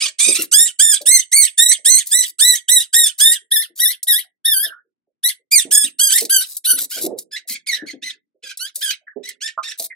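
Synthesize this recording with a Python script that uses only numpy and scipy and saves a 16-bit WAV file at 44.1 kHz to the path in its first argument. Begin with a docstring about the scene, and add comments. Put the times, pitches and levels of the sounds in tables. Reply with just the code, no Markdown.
"""Rat pups in a wooden cage.

Pups squeal in a nest of rags and paper, about three times a second, then tire into hoarse whimpers.
Each squeal is an arched harmonic whistle that breaks up as the air runs out.
The adult shifts about on top of them: it covers their mouths, rustles the bedding and bumps the cage.
The pups are very close, and the loudest squeals clip and crackle."""
import sys
import numpy as np
from scipy import signal
from scipy.fft import rfft, irfft, next_fast_len
from scipy.io import wavfile
from scipy.ndimage import uniform_filter1d, minimum_filter1d, map_coordinates

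SR = 44100
rng = np.random.default_rng(int(sys.argv[2]) if len(sys.argv) > 2 else 0)


def generate_wav(signal):
    """Clip the signal to [-1, 1] and save it as 16-bit WAV at the path in sys.argv[1]."""
    frames = np.transpose(np.atleast_2d(signal))
    scaled = np.clip(frames, -1, 1) * 32767
    pcm = np.round(scaled).astype(np.int16)
    wavfile.write(sys.argv[1], SR, pcm)


N = 438794
SIDES = np.array([[.5], [-.5]])  # splits a left-minus-right difference


def amp(db):
    """Decibels to gain."""
    return 10 ** (np.asarray(db) / 20)


def unit(x):
    """Scale to rms 1."""
    return x / np.sqrt(np.mean(x ** 2) + 1e-20)


def along(points, hz):
    """Interpolate (f/Hz, value) points on a log axis."""
    f, v = np.transpose(points)
    return np.interp(np.log(np.abs(hz) + 1), np.log(f + 1), v)


def wobble(rate_hz, n):
    """Smooth random curve, rate_hz knots a second."""
    knots = rng.standard_normal(int(n * rate_hz / SR) + 4)
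    return map_coordinates(knots, [np.arange(n) * rate_hz / SR])


def filtered(x, response):
    """Apply a complex frequency response."""
    n = x.shape[-1]
    m = next_fast_len(n + 4096)
    return irfft(rfft(x, m) * response(np.fft.rfftfreq(m, 1 / SR)), m)[..., :n]


def band_limit(hz, cutoff_hz=15600):
    """Steep low-pass gain."""
    return 1 / np.sqrt(1 + (hz / cutoff_hz) ** 120)


def noise(spectrum, n):
    """Coloured noise, rms 1."""
    return unit(filtered(rng.standard_normal(n), lambda hz: amp(along(spectrum, hz))))


def add(track, start_s, sound):
    """Mix a stereo sound into the track."""
    place = track[:, max(0, round(start_s * SR)):][:, :sound.shape[1]]
    place += sound[:, :place.shape[1]]


def scatter(sound, walls_db, t60_s=.19, lag_s=3e-5):
    """Close boards scatter a sound differently on its way to each microphone."""
    t = np.arange(SR // 30) / SR
    walls = rng.standard_normal((2, len(t))) * amp(-60 * t / t60_s) * (t > .0004)
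    paths = amp(walls_db) * walls / np.linalg.norm(walls, axis=1, keepdims=True)
    paths[:, 0] = 1  # direct path
    pair = signal.fftconvolve(sound[None], paths / np.sqrt(1 + amp(walls_db) ** 2), axes=1)
    return filtered(pair, lambda hz: np.exp(2j * np.pi * hz * lag_s * SIDES))


# Air spectrum: f/Hz, level/dB
AIR_SPECTRUM = [(30, -18), (300, 8), (1000, -7), (8000, -5.5), (15000, -8.5)]


def still_air(level_db=-84):
    """Almost silent air, independent on each side."""
    return amp(level_db) * np.array([noise(AIR_SPECTRUM, N), noise(AIR_SPECTRUM, N)])


# Cage decay: f/Hz, t60/s
CAGE_DECAY = [(300, 0.51), (1000, .22), (2000, 0.25), (4000, 0.16), (9000, 0.2), (15000, 0.053)]
# Microphone balance: f/Hz, left minus right/dB
MIC_BALANCE = [(200, -7), (1300, -5.5), (4400, -1.5), (8100, -8.5), (10500, 1.5), (13000, 7.5)]


def cage(pair, tail_db=-19):
    """The wooden box adds a short tail; each microphone hears its own colour."""
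    hz, t, bands = signal.stft(rng.standard_normal((2, SR // 2)), SR, nperseg=256)
    decay = amp(-60 * t / along(CAGE_DECAY, hz)[:, None])
    tail = signal.istft(bands * decay, SR, nperseg=256)[1]
    wet = signal.fftconvolve(pair, tail / np.linalg.norm(tail[0]), axes=1)[:, :N]
    return filtered(pair + amp(tail_db) * wet, lambda f: amp(SIDES * along(MIC_BALANCE, f)))


def fidgets(count=40, level_db=-57, spread_db=8, ring_hz=520, t60_s=.14, attack_s=.0033):
    """Small movements in the nest nudge the floor at random moments."""
    out, t = np.zeros((2, N)), np.arange(SR // 5) / SR
    for k, (when, softness, pitch) in enumerate(rng.random((count, 3))):
        ring = np.sin(2 * np.pi * ring_hz * 2 ** (pitch - .5) * t + 1.5 * wobble(160, len(t)))
        decay = amp(level_db - spread_db * softness - 60 * t / t60_s)
        nudge = decay * (1 - np.exp(-t / attack_s)) ** 2 * ring
        add(out, (k + when) * N / SR / count, scatter(nudge, walls_db=-3.5))
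    return out


# Floor spectrum: f/Hz, level/dB
FLOOR_SPECTRUM = [(41, -57.5), (70, -59.5), (147, -3.5), (274, 4), (507, 0.5), (597, 1.5), (703, -6),
                  (787, -8.5), (1400, -42), (1820, -37.5), (3080, -120)]
# Paw and body blows: t/s, level/dB, ring f/Hz, left minus right/dB
FLOOR_BLOWS = [(0.052, -41, 614, 20.0), (0.284, -19.5, 383, -7.5), (0.386, -19, 333, 10),
               (1.007, -27, 575, 28.5), (1.784, -45.5, 595, 34.5), (3.697, -47, 337, 10.0),
               (3.837, -51, 630, 22.0), (4.112, -40.5, 562, 18.0), (4.656, -36, 652, 20.5),
               (5.649, -25.5, 293, -4), (5.839, -29.5, 279, -1.5), (6.215, -18, 449, -9.5),
               (6.732, -30, 268, 10.5), (6.966, -27.5, 640, 0), (7.038, -11.5, 331, 2.5),
               (7.12, -18.5, 496, -3.5), (7.502, -37.5, 223, -24.0), (7.822, -21.5, 306, 13),
               (7.932, -26, 268, 11), (8.021, -42, 260, -15.5), (8.43, -41, 513, 3), (8.768, -47, 574, 30),
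               (9.159, -21, 403, -18), (9.794, -26.5, 677, 1)]
# Body drags: t/s, length/s, level/dB
FLOOR_DRAGS = [(.25, 0.083, -29.5), (5.622, 0.21, -44), (6.674, 0.23, -45.5), (6.922, 0.29, -31.5),
               (7.748, 0.13, -48)]


def floor(thud_db=-8, ring_db=-2, t60_s=.11, settle_s=.038, settle_db=-13, drag_db=-1, lean_db=3):
    """Soft blows ring the floor, each again as the weight settles; the body drags over it unevenly."""
    out, t = np.zeros((2, N)), np.arange(SR // 5) / SR
    # bedding cushions the blow and damps the boards
    envelope = (1 - np.exp(-t / .004)) ** 2 * amp(-60 * t / t60_s)
    for start_s, db, hz, pan_db in FLOOR_BLOWS:
        pan = amp(SIDES * np.clip(pan_db + lean_db, -12, 12))
        near_ring = lambda f: amp(-6 * np.log2((f + 1) / hz) ** 2)
        for delay_s, contact_db in [(0, 0), (settle_s, settle_db)]:
            thud = amp(thud_db) * unit(filtered(noise(FLOOR_SPECTRUM, len(t)), near_ring))
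            ring = amp(ring_db) * np.sin(2 * np.pi * hz * t + wobble(70, len(t)))
            blow = amp(db + contact_db) * (thud + ring) * envelope
            add(out, start_s + delay_s, pan * scatter(blow, walls_db=-9, t60_s=.4))
    for start_s, length_s, db in FLOOR_DRAGS:
        n = int(length_s * SR)
        drag = unit(noise(FLOOR_SPECTRUM, n) * amp(5 * wobble(53, n))) * np.hanning(n)
        add(out, start_s, scatter(amp(db + drag_db) * drag, walls_db=2.5, t60_s=.084))
    return out


# Slat knocks: t/s, level/dB
SLAT_KNOCKS = [(9.576, -7), (9.585, -7.5)]
# Slat modes: f/Hz, level/dB, t60/s
SLAT_MODES = [(655, -12, 0.026), (850, -12, 0.029), (1070, -2.5, 0.028), (1230, -4.5, 0.056),
              (1382, -7, 0.044)]


def slat(attack_s=.0039):
    """A loose, light piece of wood hits and rebounds."""
    out, t = np.zeros((2, N)), np.arange(SR // 4) / SR
    for start_s, db in SLAT_KNOCKS:
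        ring = sum(amp(mode_db - 60 * t / t60_s) * np.sin(2 * np.pi * hz * t + rng.uniform(0, 2 * np.pi))
                   for hz, mode_db, t60_s in SLAT_MODES)
        add(out, start_s, scatter(amp(db) * ring * (1 - np.exp(-t / attack_s)), walls_db=-2))
    return out


# Bedding spectrum: f/Hz, level/dB
BEDDING_SPECTRUM = [(710, -41.5), (1200, -24.5), (1570, -45), (1780, -21), (3110, -22.5), (3810, -5),
                    (6420, -7), (10700, 0.5), (15400, -3.5)]
# Strokes through the bedding: t/s, length/s, level/dB
BEDDING_STROKES = [(0.302, 0.17, -27.5), (2.048, 0.098, -33.5), (2.237, 0.079, -30), (3.177, 0.076, -18.5),
                   (3.751, 0.11, -31), (6.175, 0.076, -24), (6.445, 0.13, -34), (6.769, 0.099, -21.5),
                   (6.889, 0.13, -26.5), (7.002, 0.08, -22), (7.165, 0.077, -40.5), (7.47, 0.084, -24.5),
                   (8.741, 0.1, -33), (9.772, 0.11, -26.5)]
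# Snaps of claws and dry bedding: t/s, level/dB, centre f/Hz
BEDDING_SNAPS = [(0.4199, -10.5, 11400), (1.0141, -25.5, 3680), (2.0692, -19, 9740), (4.0292, -15.5, 8640),
                 (6.2063, -14, 4287), (6.2502, -19, 3530), (6.567, -15.5, 11660), (6.8149, -15.5, 11290),
                 (7.0214, -16.5, 9860), (7.1861, -20, 5950), (8.5006, -37, 5500), (8.5724, -22.5, 8800),
                 (8.7564, -16, 7830), (9.2883, -23, 3470), (9.7961, -16.5, 4600)]


def bedding(grain_db=4, clump_db=2, snap_db=2, snap_t60_s=.048, snap_attack_s=.0012, skirt_db_oct=5):
    """Paper and straw: clumped grains under each stroke, and single sharp snaps."""
    out, t = np.zeros((2, N)), np.arange(SR // 12) / SR
    colour = lambda hz: amp(along(BEDDING_SPECTRUM, hz))
    for start_s, length_s, db in BEDDING_STROKES:
        n = int(length_s * SR)
        grains = rng.standard_normal(n) * amp(grain_db * wobble(1300, n) + clump_db * wobble(180, n))
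        rustle = unit(filtered(grains, colour)) * signal.windows.tukey(n, .5)
        add(out, start_s, scatter(amp(db) * rustle, walls_db=-4.5, t60_s=.011))
    for start_s, db, centre_hz in BEDDING_SNAPS:
        focused = lambda hz: colour(hz) * amp(-skirt_db_oct * np.abs(np.log2((hz + 1) / centre_hz)))
        envelope = amp(db + snap_db - 60 * t / snap_t60_s) * (1 - np.exp(-t / snap_attack_s))
        snap = envelope * unit(filtered(rng.standard_normal(len(t)), focused))
        add(out, start_s, scatter(snap, walls_db=-10.5, t60_s=.027))
    return out


def whistle(length_s, hz, fall, rough):
    """One unsteady partial that swells quickly, falls in pitch and fades."""
    n = int(length_s * SR)
    u = np.arange(n) / n
    pitch_hz = hz * (1 + fall * (.5 - u)) * (1 + rough * (wobble(150, n) + wobble(700, n)))
    envelope = amp(3 * wobble(200, n)) * np.sin(np.pi * np.sqrt(u)) ** 2
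    return np.sin(2 * np.pi * np.cumsum(pitch_hz) / SR) * envelope


# Voice spectra (in the open, under the adult, tired): f/Hz, level/dB
OPEN_VOICE = [(650, -66), (1100, -30), (1890, -20.5), (2260, -15), (2460, -13.5), (3790, -10.5),
              (4730, -11.5), (5110, -9.5), (5710, -24.5), (6170, -1), (6660, -14), (8590, 1.5),
              (9590, -11.5), (12800, -20), (15400, -24.5)]
COVERED_VOICE = [(650, -97), (1100, -88.5), (1480, -15.5), (1750, -12.5), (2020, -14), (2330, -29.5),
                 (2850, -35), (3040, -16), (3510, -3.5), (4010, -9), (4280, -16), (5220, -15.5),
                 (7280, -43.5), (10700, -3), (15400, -28.5)]
TIRED_VOICE = [(650, -96), (1100, -30), (1640, -6.5), (2280, -0.5), (2460, 3.5), (3280, -4.5), (3920, 0),
               (4630, -4.5), (5400, -5), (10500, -17.5), (11300, -34), (13500, -22), (15400, -39)]


def throat(hz, covered, tired, bright_db):
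    """Gain of a pup's voice: a blend of three spectra, tilted about 5 kHz."""
    body_db = ((1 - covered - tired) * along(OPEN_VOICE, hz)
               + covered * along(COVERED_VOICE, hz) + tired * along(TIRED_VOICE, hz))
    tilt_db = bright_db * np.tanh(np.log((hz + 1) / 5000) / .35)
    return amp(body_db + tilt_db) * band_limit(hz)


def cry_pitch(t, length_s, pitches_hz, covered, scoop_s=.009, sag_s=.04):
    """An arch in Hz that dips under the adult's weight and sags once the air has run out."""
    u = t / length_s
    arch_hz = np.polyval(np.polyfit([.2, .5, .8], pitches_hz, 2), np.minimum(u, .88))
    scoop = 1 - .2 * np.exp(-t / scoop_s)
    squeezed = np.clip((covered - .5) / .15, 0, 1)
    dip = 1 - .12 * squeezed * np.exp(-((u - .55) / .16) ** 2)
    flick = 1 + .1 * np.clip((u - .84) / .16, 0, 1)
    sag = 1 - .25 * np.clip((t - .96 * length_s) / sag_s, 0, 1)
    waver = 1 + .011 * wobble(55, len(t))
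    return arch_hz * scoop * dip * flick * sag * waver


def cry(length_s, pitches_hz, middle_db, swell_db, rough, covered, bright_db,
        attack_s=.022, release_t60_s=.093, dull_db_oct=3, flutter_db=2, partial_db=2.5, half_db=-5):
    """A harmonic whistle, hoarse while the vocal folds start and stop."""
    t = np.arange(int((length_s + .12) * SR)) / SR
    u, n = t / length_s, len(t)
    pitch_hz = cry_pitch(t, length_s, pitches_hz, covered)
    starting = np.clip(1 - u / .24, 0, 1)
    spent = np.clip((u - .76) / .25, 0, 1)  # air runs out: the voice dulls and breaks up
    hoarse = np.clip(rough + .7 * starting + .85 * spent, 0, 1)
    tremor = .007 * wobble(110, n) + .004 * wobble(300, n)
    lurch = .05 * wobble(130, n) + .04 * wobble(600, n)
    phase = 2 * np.pi * np.cumsum(pitch_hz * (1 + tremor + hoarse * lurch)) / SR
    tired = np.clip((-12.5 - middle_db) / 5, 0, 1) * (1 - covered)
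    grid_hz = np.arange(0, SR / 2, SR / 1024)
    colour = throat(grid_hz, covered, tired, bright_db)

    def partial(k):
        """Each overtone swells and fades by itself, more so while the voice is hoarse."""
        drift_db = partial_db * (1 + hoarse) * wobble(68.35, n) - dull_db_oct * spent * np.log2(k)
        gain = np.interp(k * pitch_hz, grid_hz, colour) * amp(drift_db)
        return gain * np.sin(k * phase + rng.uniform(0, 2 * np.pi))

    tone = sum(partial(k) for k in range(1, 10))
    # strained folds alternate strong and weak cycles: lines halfway between harmonics
    tone += amp(half_db) * hoarse ** 2 * sum(partial(k + .5) for k in range(1, 6))
    steady = tone / np.sqrt(np.abs(uniform_filter1d(tone ** 2, SR // 25)) + 1e-12)
    # air hisses through the folds once a cycle
    puffs = rng.standard_normal(n) * (1 + np.cos(phase))
    hiss = unit(filtered(puffs, lambda hz: np.interp(hz, grid_hz, colour)))
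    breath = .4 * hoarse ** 1.4
    voice = np.sqrt(1 - breath ** 2) * steady + breath * hiss
    fade_db = 3 * (1 - tired)  # a tired pup keeps pushing to the end
    effort_db = middle_db + np.interp(u, [.15, .5, .85], [fade_db - swell_db, 0, -fade_db - swell_db])
    release_db = -60 * np.maximum(t - .93 * length_s, 0) / release_t60_s
    onset = np.sin(np.pi / 2 * np.minimum(t / attack_s, 1)) ** 2
    return voice * amp(effort_db + flutter_db * wobble(150, n) + release_db) * onset


# Soft whimpers, no overtones: t/s, length/s, f/Hz, level/dB
PUP_WHIMPERS = [(4.676, 0.16, 1556, -35), (7.764, 0.14, 1667, -36), (9.067, 0.083, 1704, -35),
                (9.9, .055, 2020, -31.5)]
# Rasps, voice barely catching: t/s, length/s, f/Hz, level/dB
PUP_RASPS = [(0, 0.069, 1276, -14.5), (0.188, 0.19, 1231, -12.5), (0.34, .08, 1402, -24.5),
             (6.909, .09, 1549, -30.5), (7.49, .075, 2198, -28.5), (7.863, 0.054, 2206, -31.5),
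             (8.021, 0.094, 2000, -27.5), (8.428, .096, 1664, -33.5), (9.232, .08, 2060, -34),
             (9.63, .095, 1850, -28)]
# Squeals: t/s, length/s, early, middle and late f/Hz, middle level/dB, swell/dB, rough/0-1, covered/0-1
PUP_SQUEALS = [(.517, .16, 1598, 1789, 1807, 0.5, 9.5, .06, 0.067),
               (.791, .165, 1736, 1819, 1680, -9.5, -2, .08, 0.014),
               (1.058, .15, 1860, 2075, 2008, 4, 13.5, 0.078, 0.062),
               (1.319, .142, 2155, 2251, 2051, 6.5, 13, .08, 0.14),
               (1.578, .155, 1895, 1922, 1970, -12.5, -7.5, .04, 0),
               (1.85, .15, 1886, 2065, 2038, 3.5, 11, 0.12, 0.025),
               (2.112, .127, 1867, 2012, 1968, -9, 0, 0.027, 0.093),
               (2.389, .175, 1762, 1990, 1943, -9, 1, .07, 0.16),
               (2.684, .135, 1947, 1975, 1812, -8, 2.5, 0.042, .13),
               (2.932, .15, 1844, 1902, 1760, -8, 0, .09, 0.17),
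               (3.198, .15, 1701, 1805, 1849, -5.5, 4, .09, 0.23),
               (3.51, .123, 1866, 1926, 1824, -11.5, 2.5, 0.16, .68),
               (3.793, 0.13, 1930, 2020, 1999, -11, 2.5, .15, 0.67),
               (4.072, .13, 1942, 1880, 1950, -9.5, 5, .15, .65),
               (4.447, .22, 1821, 1733, 1652, -13.5, 0, 0.024, .82),
               (5.234, 0.062, 1844, 1983, 2004, -10.5, 1.5, .2, .5),
               (5.513, .105, 2508, 2214, 1861, -3.5, 8.5, 0.14, 0.11),
               (5.711, .147, 1683, 1720, 1700, -8, 2.5, .08, 0.19),
               (5.989, .122, 1588, 1643, 1536, -11, -0.5, 0.027, 0.31),
               (6.109, .08, 1548, 1810, 1918, -11, 0, 0.39, .18),
               (6.296, .13, 1625, 1556, 1457, -11, -0.5, 0.057, 0.42),
               (6.644, .15, 1453, 1639, 1480, -8, 11, .3, 0.67),
               (7.314, .058, 1820, 1727, 1832, -25.5, -0.5, 0.313, 0.11),
               (7.666, .094, 2369, 2075, 1852, -18.5, 0, 0.34, 0.3),
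               (8.59, 0.083, 1417, 1537, 1604, -21.5, 5.5, 0.083, 0.41),
               (8.814, .11, 1713, 1635, 1550, -19.5, -1.5, 0.31, 0.29),
               (9.409, 0.075, 1585, 1765, 1817, -24, -2, .3, 0)]


def pups(level_db=-1, lead_s=.0055, chirp_hz=3050, chirp_db=-17, chirp_gap_s=.0011):
    """Squeals, rasps and whimpers; each squeal ends in a falling chirp as the mouth closes."""
    out = np.zeros((2, N))
    in_nest = lambda sound: scatter(sound, walls_db=-1, t60_s=.053)
    for start_s, length_s, *pitches_hz, db, swell_db, rough, covered in PUP_SQUEALS:
        squeal = cry(length_s + lead_s, pitches_hz, db, swell_db, rough, covered,
                     bright_db=1 + 3.5 * covered)
        add(out, start_s - lead_s, in_nest(squeal))
        chirp = whistle(.04, chirp_hz * (1 + .07 * rng.standard_normal()), fall=.33, rough=.06)
        add(out, start_s + length_s + chirp_gap_s, in_nest(amp(db - swell_db + chirp_db) * chirp))
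    for start_s, length_s, hz, db in PUP_RASPS:
        pitches_hz = [.97 * hz, hz, .97 * hz]
        rasp = cry(length_s + lead_s, pitches_hz, db, swell_db=0, rough=.64, covered=.08, bright_db=1)
        add(out, start_s - lead_s, in_nest(rasp))
    for start_s, length_s, hz, db in PUP_WHIMPERS:
        add(out, start_s, in_nest(amp(db) * whistle(length_s, hz, fall=.047, rough=.05)))
    return amp(level_db) * out


def scene():
    """Pups and adult in the cage, over still air."""
    return still_air() + cage(pups() + floor() + fidgets() + slat() + bedding())


def suppress(pair, threshold_db=-82, corner_hz=2500):
    """A noise suppressor closes bands near or below a threshold that falls towards the bass."""
    hz, _, bands = signal.stft(pair, SR, nperseg=512)
    power = np.mean(np.abs(bands) ** 2, axis=0)
    threshold = amp(threshold_db) * hz / (hz + corner_hz)
    gain = power / (power + threshold[:, None] ** 2 + 1e-20)
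    return signal.istft(bands * gain, SR, nperseg=512)[1][:, :N]


def record(dry, limit=1.35, clip=.97):
    """Suppressor, then a limiter on the loudest squeals; overshoot is clipped and the top is cut."""
    gated = suppress(dry)
    needed = 1 / np.maximum(np.abs(gated).max(axis=0) / limit, 1)
    gain = uniform_filter1d(minimum_filter1d(needed, size=SR // 150), size=SR // 150)
    return filtered(np.clip(gated * gain, -clip, clip), band_limit)


dry = scene()
out = record(dry)
generate_wav(out)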